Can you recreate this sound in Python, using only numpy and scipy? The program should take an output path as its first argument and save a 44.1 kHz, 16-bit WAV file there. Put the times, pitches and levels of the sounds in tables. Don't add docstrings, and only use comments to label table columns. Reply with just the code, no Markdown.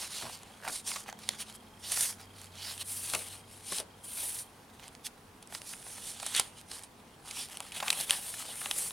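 import sys
import numpy as np
from scipy import signal
from scipy.fft import rfft, irfft, next_fast_len
from scipy.io import wavfile
from scipy.ndimage import uniform_filter1d

SR = 44100
rng = np.random.default_rng(int(sys.argv[2]) if len(sys.argv) > 2 else 0)


def store_pcm(level_fs):
    pcm = np.round(np.clip(level_fs, -1, 1) * 32767).astype(np.int16)
    wavfile.write(sys.argv[1], SR, np.atleast_2d(pcm).T)


N = 393372
TIME_S = np.arange(N) / SR
BURST_LEAD_S = 0.005
CONTROL_HOP = 64

# freq_hz, density_db
ROOM_NOISE_SPECTRUM = [(15, -30), (25, -11.5), (70, -7), (161, -6), (211, -5.5), (248, -4), (299, -9.5),
                       (333, -10), (486, -8.5), (557, -13.5), (857, -9), (1120, -13.5), (2090, -20),
                       (2390, -21.5), (15800, -34.5)]
# freq_hz, correlation
ROOM_NOISE_COHERENCE = [(60, 1), (130, 0.99), (300, 0.89), (1000, 0.52), (4000, 0.25), (12000, 0.99)]
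# pitch_hz, peak_s, half_width_s, peak_db, rest_db
DRONE_TONES = [(95.2, 2.72, 1.1, -57.5, -71), (213.4, 1.34, 0.67, -60, -79.5)]
# freq_hz, t60_s
ROOM_DECAY = [(150, 0.29), (1000, 0.28), (4000, 0.4), (9000, 0.23), (16000, 0.12)]
# time_s, pan_db
HAND_PAN = [(0, -1.5), (2.65, -2), (3.2, 1.5), (3.75, 1.5), (5, -3), (7.3, -1.5), (8.15, 0.4), (8.9, 0.5)]
# freq_hz, pan_weight, left_lead_rad
MIC_PORTS = [(100, .3, .02), (400, 0.65, 0.23), (1000, 1.1, 0.22), (2200, 0.33, 0.26), (3600, 0.91, .09),
             (5840, 1.6, 0.24), (8040, 1.4, 0.087), (10100, 0.36, 0), (13000, 0.15, 0.024)]
# start_s, level_db, decay_s
PUFFS = [(0.23, -45.5, 0.042), (.675, -45.5, 0.031), (3.142, -44, 0.042), (3.719, -41.5, 0.012),
         (3.791, -44.5, 0.026), (4.172, -62, 0.019), (8.143, -73, 0.023), (8.661, -55, 0.11),
         (8.761, -59, 0.099)]
# freq_hz, density_db
PUFF_SPECTRUM = [(40, -18), (110, 5), (180, 1.5), (300, -1), (480, 4.5), (620, 7.5), (1200, -31),
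                 (3000, -50)]
# freq_hz, density_db
SCRAPE_SPECTRUM = [(900, -15), (1800, -1), (2400, -0.5), (3000, 2.5), (4000, 0.5), (5200, -0.5), (6500, -1),
                   (7600, -1.5), (10000, -18)]
HISS_SPECTRUM = [(4000, -20), (6300, -10), (7300, -8.5), (8200, -3), (9200, 2), (10300, -0.5),
                 (11500, -6.5), (13000, -13), (15800, -21)]
FLEX_SPECTRUM = [(60, -25), (140, -9.5), (330, -14), (550, -4), (800, 2.5), (1300, -0.5), (1900, -2.5),
                 (2500, -1.5), (4000, -21.5)]
# time_s, gain_db
SHEEN_CURVE = [(0, -0.5), (1.3, 0.5), (1.95, 2), (2.9, 4.5), (3.7, -4), (4.2, 4), (5.1, 3.5), (5.7, 0),
               (6.4, -4), (7.3, -1), (7.95, 3), (8.8, -1.5)]
# start_s, crack_db, tick_rel_db, knock_rel_db, decay_s, pitch_hz
PAPER_SNAPS = [(.2242, -51.5, -11, 9.5, .0022, 700), (.2656, -60.5, -4, 15, .0011, 930),
               (.2961, -52, -1, 7.5, .003, 730), (0.432, -52.5, -1, -6, 0.0015, 980),
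               (0.6771, -43.5, -2, 10, 0.0018, 1270), (.683, -39, -1, -9, 0.0054, 1140),
               (0.916, -40.5, -11, 1.5, 0.002, 2330), (0.9589, -36.5, -19, -0.5, 0.0071, 1190),
               (1.0987, -47.5, -17, -15, .0008, 5090), (1.127, -48.5, -19, 5.5, .0007, 820),
               (1.2898, -28.5, -1, -11, 0.0011, 3820), (1.9183, -40.5, 13, -1.5, 0.0068, 5500),
               (1.9716, -34.5, -3, -2, .0018, 5510), (2.0085, -35, 8, -16, 0.0015, 5890),
               (2.7777, -46.5, 2, -10, 0.002, 3200), (3.099, -42, -3, -15, .0015, 5590),
               (3.1357, -34.5, 1, 1.5, 0.0031, 4040), (3.1448, -41.5, -5, 6.5, 0.0086, 1210),
               (3.1493, -31.5, -4, -1.5, 0.0013, 2960), (3.7215, -46, 9, 8, 0.0026, 1250),
               (3.7833, -36.5, -7, -20, .0025, 4030), (3.8005, -43.5, 7, -10, .0011, 5300),
               (4.1734, -59, 5, 10, 0.0016, 1480), (4.796, -54, -19, -2, 0.0012, 3380),
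               (4.84, -55, -12, -8, 0.001, 3000), (4.3882, -44, 5, -22, .0045, 4740),
               (4.88, -55, 6, -16, .00085, 3610), (4.9507, -51.5, -7, -9, .001, 1760),
               (5.067, -40.5, -2, -23, .0009, 2980), (5.4258, -54, 2, -4, 0.0032, 4010),
               (5.474, -63, 11, -8, .0006, 5000), (5.524, -55.5, -4, 10.5, 0.0011, 790),
               (5.5492, -37.5, -14, -5.5, 0.0018, 5300), (5.6175, -47, -2, -9, 0.00099, 3370),
               (5.735, -47, -17, 2, 0.0018, 2320), (5.8648, -62, 0, 12, .0018, 900),
               (6.1989, -41.5, -11, -6, 0.0027, 1050), (6.2281, -46, 4, 6.5, 0.0021, 756),
               (6.2632, -41.5, 8.5, -1, 0.0036, 4120), (6.3489, -29, -7, -26, 0.0014, 4230),
               (6.3632, -41, 12, -25, 0.0016, 4460), (6.3966, -27.5, 5.5, -5, 0.0017, 5000),
               (6.714, -42, -3, -6, 0.0037, 4580), (6.834, -52, 8, -5, 0.0093, 3980),
               (7.31, -39.5, -5, -14, 0.0034, 2370), (7.5714, -43.5, 3, -13, 0.00089, 2880),
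               (7.6037, -42, 1, 1.5, 0.00075, 975), (7.7196, -41.5, -5, -12, 0.0063, 2740),
               (7.8014, -35.5, -17, -3, 0.0038, 3870), (7.8255, -38, -17, 7, 0.0073, 895),
               (7.8804, -30.5, -11, -4, 0.0026, 2720), (7.9031, -22, -8, -24, 0.0017, 3280),
               (7.9283, -35.5, 2, -0.5, 0.0017, 2230), (8.001, -38, -6, -6, .0022, 3700),
               (8.0105, -40, 6.5, -16, 0.00082, 4100), (8.0958, -31.5, -6, -7, 0.0035, 2380),
               (8.1076, -22.5, 0, -23, 0.00058, 2870), (8.3402, -46, -7, 2, 0.0019, 1700),
               (8.6148, -44.5, -8, 2, 0.0014, 1500), (8.6583, -35.5, -20, -0.5, 0.0014, 3080),
               (8.7112, -28, -8, -9.5, 0.0019, 3320), (8.907, -43, -16, -5, .0009, 3600)]
# peak_s, rise_s, fall_s, scrape_db, hiss_rel_db, flex_rel_db, span_pitch_hz
SLIDE_STROKES = [ (.04, 0.19, 0.054, -41, -2, -7.5, 4200), (.16, 0.088, 0.1, -39, -1, -10, 4360),
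                 (.25, 0.066, .05, -52, -3, 5.5, 3900), (.315, 0.085, 0.075, -47.5, -0.5, -21, 3770),
                 (.5, 0.34, 0.18, -61, -4.5, -2, 3300), (.685, 0.068, 0.026, -49.5, -2, 7.5, 3600),
                 (.75, 0.1, 0.065, -44.5, 4.5, -10, 5040), (.885, 0.039, 0.051, -40, 2.5, -10, 5440),
                 (.935, .05, 0.11, -43, 0.5, -11, 5200), (1.085, 0.031, 0.034, -52.5, -3, 5.5, 4600),
                 (1.235, 0.066, 0.089, -53.5, -4.5, -5, 4500), (1.31, 0.057, 0.11, -50, -3.5, -5.5, 4300),
                 (1.41, 0.031, 0.027, -39, 0, -12, 4230), (1.49, 0.058, 0.065, -54, -2, -6, 4100),
                 (1.555, 0.025, 0.016, -56.5, 7, -13, 4100), (1.86, .04, 0.09, -44.5, -8, -24, 4400),
                 (1.93, 0.09, 0.041, -40.5, -0.5, -12, 5030), (2.016, 0.16, 0.12, -37.5, 5.5, -12.5, 5100),
                 (2.209, .04, 0.057, -56.5, -4, 1.5, 5000), (2.43, 0.15, 0.091, -57.5, -2, -7, 3800),
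                 (2.675, 0.14, 0.08, -42, -8.5, -14, 3950), (2.73, 0.12, 0.078, -53, 5, -6, 3800),
                 (2.819, 0.035, 0.013, -39.5, 0.5, -14, 3800), (2.89, 0.047, 0.31, -52.5, 13, -12, 4080),
                 (3.14, 0.19, .15, -43, 5.5, -11, 3480), (3.3, .1, 0.13, -52, 5, -9, 3450),
                 (3.54, 0.079, 0.097, -58.5, 7, -17, 3700), (3.76, .13, 0.057, -40.5, 5.5, -17, 4060),
                 (3.8, 0.037, 0.027, -48.5, -9, 4.5, 4000), (4.045, .018, 0.11, -62, 12.5, -8, 4000),
                 (4.23, 0.18, 0.21, -47.5, 10.5, -6, 3800), (4.41, 0.11, 0.034, -53.5, 12.5, -17, 4070),
                 (4.86, 0.11, 0.047, -56, -8, -3, 3600), (5.062, 0.021, 0.021, -40, -2, -23, 4150),
                 (5.55, 0.058, 0.054, -52, 4.5, -7, 4600), (5.7, 0.11, 0.11, -51.5, 5.5, -8.5, 4940),
                 (5.93, 0.17, 0.14, -53.5, 8, -4, 4420), (6.075, 0.11, 0.1, -46.5, 4, -28, 4600),
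                 (6.29, 0.16, 0.16, -46, 3.5, -7, 3600), (6.378, 0.045, 0.044, -30, -3, -10, 3120),
                 (6.42, .03, 0.11, -52.5, 2.5, 0, 3000), (6.595, 0.066, 0.034, -55.5, 1, -21, 3730),
                 (6.73, 0.065, 0.12, -49.5, 3.5, -9, 3960), (7.295, 0.063, .06, -50.5, 3, -1, 3500),
                 (7.395, 0.085, 0.088, -43, 2.5, -11, 3900), (7.53, 0.072, 0.086, -53, -0.5, -7, 3600),
                 (7.68, 0.12, 0.05, -54, -0.5, -4, 3160), (7.772, 0.047, 0.051, -41.5, -3, -6, 3080),
                 (7.88, 0.096, 0.15, -46.5, 3.5, -0.5, 3450), (8.015, 0.12, 0.065, -43.5, 5.5, -8, 3530),
                 (8.124, 0.064, 0.1, -41.5, 3.5, -2.5, 3600), (8.24, 0.2, 0.26, -50.5, 9.5, -8.5, 3630),
                 (8.407, 0.043, 0.035, -41.5, 2, -6.5, 3870), (8.495, 0.12, 0.098, -49, 1.5, -4, 3650),
                 (8.67, 0.22, 0.24, -49, 9.5, -3.5, 3150), (8.799, 0.093, .14, -49, 15.5, -5, 4240)]
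# scrape_db, hiss_rel_db, flex_rel_db, span_pitch_hz
RESTING_HANDS = (-69.5, -1, 1.5, 3709)


def amp(db):
    return 10 ** (np.asarray(db) / 20)


def unit_rms(x):
    return x / np.sqrt(np.mean(x ** 2) + 1e-20)


def log_interp(points, hz):
    knots_hz, values = np.transpose(points)
    return np.interp(np.log(hz + 1), np.log(knots_hz + 1), values)


def bell(hz, centre_hz, width_oct):
    return np.exp(-(np.log2((hz + 1) / centre_hz) / width_oct) ** 2)


def colour(x, spectrum, ring_hz=1000, ring_db=0):
    size = next_fast_len(len(x))
    hz = np.fft.rfftfreq(size, 1 / SR)
    gain = amp(log_interp(spectrum, hz) + ring_db * bell(hz, ring_hz, width_oct=0.38))
    return unit_rms(irfft(rfft(x, size) * gain, size)[:len(x)])


def wander(rate_hz):
    knots = rng.standard_normal(8192)
    return unit_rms(np.interp(TIME_S * rate_hz, np.arange(len(knots)), knots))


def add(mix, start_s, sound):
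    part = mix[max(round(start_s * SR), 0):][:len(sound)]
    part += sound[:len(part)]


def room_noise(level_db):
    hz = np.fft.rfftfreq(N, 1 / SR)
    left, independent = rfft(rng.standard_normal((2, N)))
    correlation = np.clip(log_interp(ROOM_NOISE_COHERENCE, hz), -1, 1)
    right = correlation * left + np.sqrt(1 - correlation ** 2) * independent
    spectra = np.array([left, right]) * amp(log_interp(ROOM_NOISE_SPECTRUM, hz))
    return amp(level_db) * unit_rms(irfft(spectra, N))


def far_drone(waver_hz):
    out = np.zeros(N)
    for pitch_hz, peak_s, half_width_s, peak_db, rest_db in DRONE_TONES:
        level_db = rest_db + (peak_db - rest_db) * np.exp(-((TIME_S - peak_s) / half_width_s) ** 2)
        phase_rad = 2 * np.pi * np.cumsum(pitch_hz + waver_hz * wander(rate_hz=9)) / SR
        out += amp(level_db) * np.sqrt(2) * np.sin(phase_rad)
    return out


def lens_motor(pitch_hz, step_hz, max_db, half_width_s, spread_db):
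    steps_s = np.arange(0.4394, 4.5, 1 / step_hz)
    strengths = amp(-spread_db * rng.exponential(1, len(steps_s)))
    t = np.arange(-SR // 80, SR // 80) / SR
    pip = np.exp(-(t / half_width_s) ** 2) * np.sin(2 * np.pi * pitch_hz * t)
    out = np.zeros(N)
    for step_s, strength in zip(steps_s, strengths):
        add(out, step_s + t[0], strength * pip)
    return amp(max_db) * out


def room_tail(x, level_db):
    size = SR * 3 // 5
    taps = rng.choice([-1., 1.], (2, size)) * (rng.random((2, size)) < 3000 / SR)
    taps *= np.arange(size) > SR // 200
    hz, t, bins = signal.stft(taps, SR, nperseg=256)
    walls_db = log_interp([(300, 22.5), (1200, 18.5), (4000, 5.5), (9000, 11.5), (15000, -32)], hz)
    decay_db = 60 * t / log_interp(ROOM_DECAY, hz)[:, None]
    tail = signal.istft(bins * amp(walls_db[:, None] - decay_db), SR, nperseg=256)[1][:, :size]
    return amp(level_db) * signal.fftconvolve(x[None], unit_rms(tail) / np.sqrt(size), axes=1)[:, :N]


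def mic_ports(x):
    hz, t, bins = signal.stft(x, SR, nperseg=256)
    port_hz, pan_weight, lead_rad = np.transpose(MIC_PORTS)
    pan_db = np.interp(hz, port_hz, pan_weight)[:, None] * np.interp(t, *np.transpose(HAND_PAN))
    left_gain = amp(pan_db / 2) * np.exp(0.5j * np.interp(hz, port_hz, lead_rad))[:, None]
    return signal.istft(np.array([bins * left_gain, bins / left_gain]), nperseg=256)[1][:, :N]


def air_puffs(rise_s):
    t = np.arange(SR // 4) / SR
    out = np.zeros(N)
    for start_s, level_db, decay_s in PUFFS:
        envelope = (1 - np.exp(-t / rise_s)) * np.exp(-t / decay_s)
        add(out, start_s, amp(level_db) * envelope * colour(rng.standard_normal(len(t)), PUFF_SPECTRUM))
    return out


def sheet_burst(spectrum, ring_hz, ring_db, decay_s, lag_s=0):
    t = np.arange(2048) / SR - BURST_LEAD_S
    age_s = np.maximum(t - lag_s, 0)
    shiver = (1 - np.exp(-age_s / 0.00052)) * np.exp(-age_s / decay_s) * rng.standard_normal(len(t))
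    jolt = shiver / np.linalg.norm(shiver)
    jolt[np.searchsorted(age_s, 0.0005)] += 0.46 * min(0.001 / decay_s, 1)
    return colour(jolt, spectrum, ring_hz, ring_db) * np.sqrt(0.0066 * SR / len(t))


def crinkles(scrape_db, max_per_s, base_db, spread_db, db_per_scrape_db, pitch_count=12):
    chance = max_per_s / pitch_count / SR * np.clip((scrape_db + 67) / 10, 0, 1)
    floor_db = base_db + db_per_scrape_db * (scrape_db + 52)
    out = np.zeros(N)
    for ring_hz in np.geomspace(1200, 10000, pitch_count):
        hits = rng.random(N) < chance
        sizes = amp(floor_db + spread_db * np.minimum(rng.exponential(1, N), 3))
        crack = sheet_burst(SCRAPE_SPECTRUM, ring_hz, ring_db=-7, decay_s=0.0006)
        tick = sheet_burst(HISS_SPECTRUM, ring_hz, ring_db=-4, decay_s=0.0011)
        knock = amp(-5) * sheet_burst(FLEX_SPECTRUM, ring_hz, ring_db=8, decay_s=0.0028)
        out += signal.oaconvolve(hits * sizes, crack + tick + knock)[:N]
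    return out


def snaps():
    out = np.zeros(N)
    for start_s, crack_db, tick_rel_db, knock_rel_db, decay_s, pitch_hz in PAPER_SNAPS:
        crack = sheet_burst(SCRAPE_SPECTRUM, pitch_hz, ring_db=7.5, decay_s=decay_s)
        tick = sheet_burst(HISS_SPECTRUM, ring_hz=15100, ring_db=-10, decay_s=decay_s)
        knock = sheet_burst(FLEX_SPECTRUM, pitch_hz, ring_db=6.5, decay_s=decay_s + 0.0016, lag_s=0.00028)
        snap = crack + amp(tick_rel_db) * tick + amp(knock_rel_db) * knock
        add(out, start_s - BURST_LEAD_S, amp(crack_db) * snap)
    return out


def stroke_power(peak_s, rise_s, fall_s, edge_db=-19):
    t = TIME_S[::CONTROL_HOP] - peak_s
    swell = np.clip(-t / rise_s, 0, 4) ** 1.76
    stop = np.clip(t / fall_s, 0, 4) ** 2.02
    return amp(edge_db * (swell + stop)) ** 2


def hand_motion():
    shares = np.array([stroke_power(*row[:3]) for row in SLIDE_STROKES])
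    shares = np.vstack([shares, np.ones(shares.shape[1])])
    settings = [row[3:] for row in SLIDE_STROKES] + [RESTING_HANDS]
    scrape_db, hiss_rel_db, flex_rel_db, span_hz = np.transpose(settings)
    levels_db = [10 * np.log10(amp(scrape_db + rel_db) ** 2 @ shares)
                 for rel_db in (0, hiss_rel_db, flex_rel_db)]
    power = amp(scrape_db) ** 2
    pitch_hz = (span_hz * power) @ shares / (power @ shares)
    return [np.interp(TIME_S, TIME_S[::CONTROL_HOP], curve) for curve in levels_db + [pitch_hz]]


def friction(spectrum, slips_per_s, spread_db, rush_gain):
    slips = (rng.random(N) < slips_per_s / SR) * rng.choice([-1, 1], N)
    sizes = amp(spread_db * np.minimum(rng.exponential(1, N), 4))
    return colour(unit_rms(slips * sizes) + rush_gain * rng.standard_normal(N), spectrum)


def sheet_bending(x, ring_hz, patch_db, ring_db):
    hz, t, bins = signal.stft(x, SR, nperseg=512)
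    patches = uniform_filter1d(rng.standard_normal(bins.shape), size=7, axis=0)
    patches = unit_rms(uniform_filter1d(patches, size=9, axis=1))
    resonance = bell(hz[:, None], np.interp(t, TIME_S, ring_hz), width_oct=0.69)
    sheen_db = bell(hz[:, None], 14200, width_oct=0.5) * np.interp(t, *np.transpose(SHEEN_CURVE))
    gain = amp(patch_db * patches + ring_db * resonance + sheen_db)
    return unit_rms(signal.istft(bins * gain, nperseg=512)[1][:N])


def sliding(scrape_db, hiss_db, flex_db, span_hz):
    flutter_db = 1.22 * wander(rate_hz=140) + 0.88 * wander(rate_hz=40)
    scrape = friction(SCRAPE_SPECTRUM, slips_per_s=2000, spread_db=2, rush_gain=1)
    scrape = sheet_bending(scrape, span_hz, patch_db=2.5, ring_db=7)
    hiss = friction(HISS_SPECTRUM, slips_per_s=7400, spread_db=0, rush_gain=2.1)
    hiss = sheet_bending(hiss, span_hz, patch_db=2, ring_db=4)
    flex = friction(FLEX_SPECTRUM, slips_per_s=500, spread_db=4.5, rush_gain=0.75)
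    flex = sheet_bending(flex, 0.52 * span_hz, patch_db=3, ring_db=-0.5)
    return amp(flutter_db) * (amp(scrape_db) * scrape + amp(hiss_db) * hiss + amp(flex_db) * flex)


def scene():
    scrape_db, hiss_db, flex_db, span_hz = hand_motion()
    paper = snaps()
    paper += crinkles(scrape_db, max_per_s=34, base_db=-62, spread_db=3, db_per_scrape_db=0.12)
    paper += sliding(scrape_db, hiss_db, flex_db, span_hz)
    paper += air_puffs(rise_s=0.0005)
    background = room_noise(level_db=-56.5) + far_drone(waver_hz=1.175)
    background += lens_motor(pitch_hz=3214, step_hz=29.97, max_db=-53.5, half_width_s=0.004, spread_db=5)
    return mic_ports(paper) + room_tail(paper, level_db=-19.5) + background


def record(dry):
    cutoff_hz = 15950
    lowpass = signal.firwin(511, cutoff_hz, window=("kaiser", 9), fs=SR)
    return signal.oaconvolve(dry, lowpass[None], "same")


dry = scene()
out = record(dry)
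store_pcm(out)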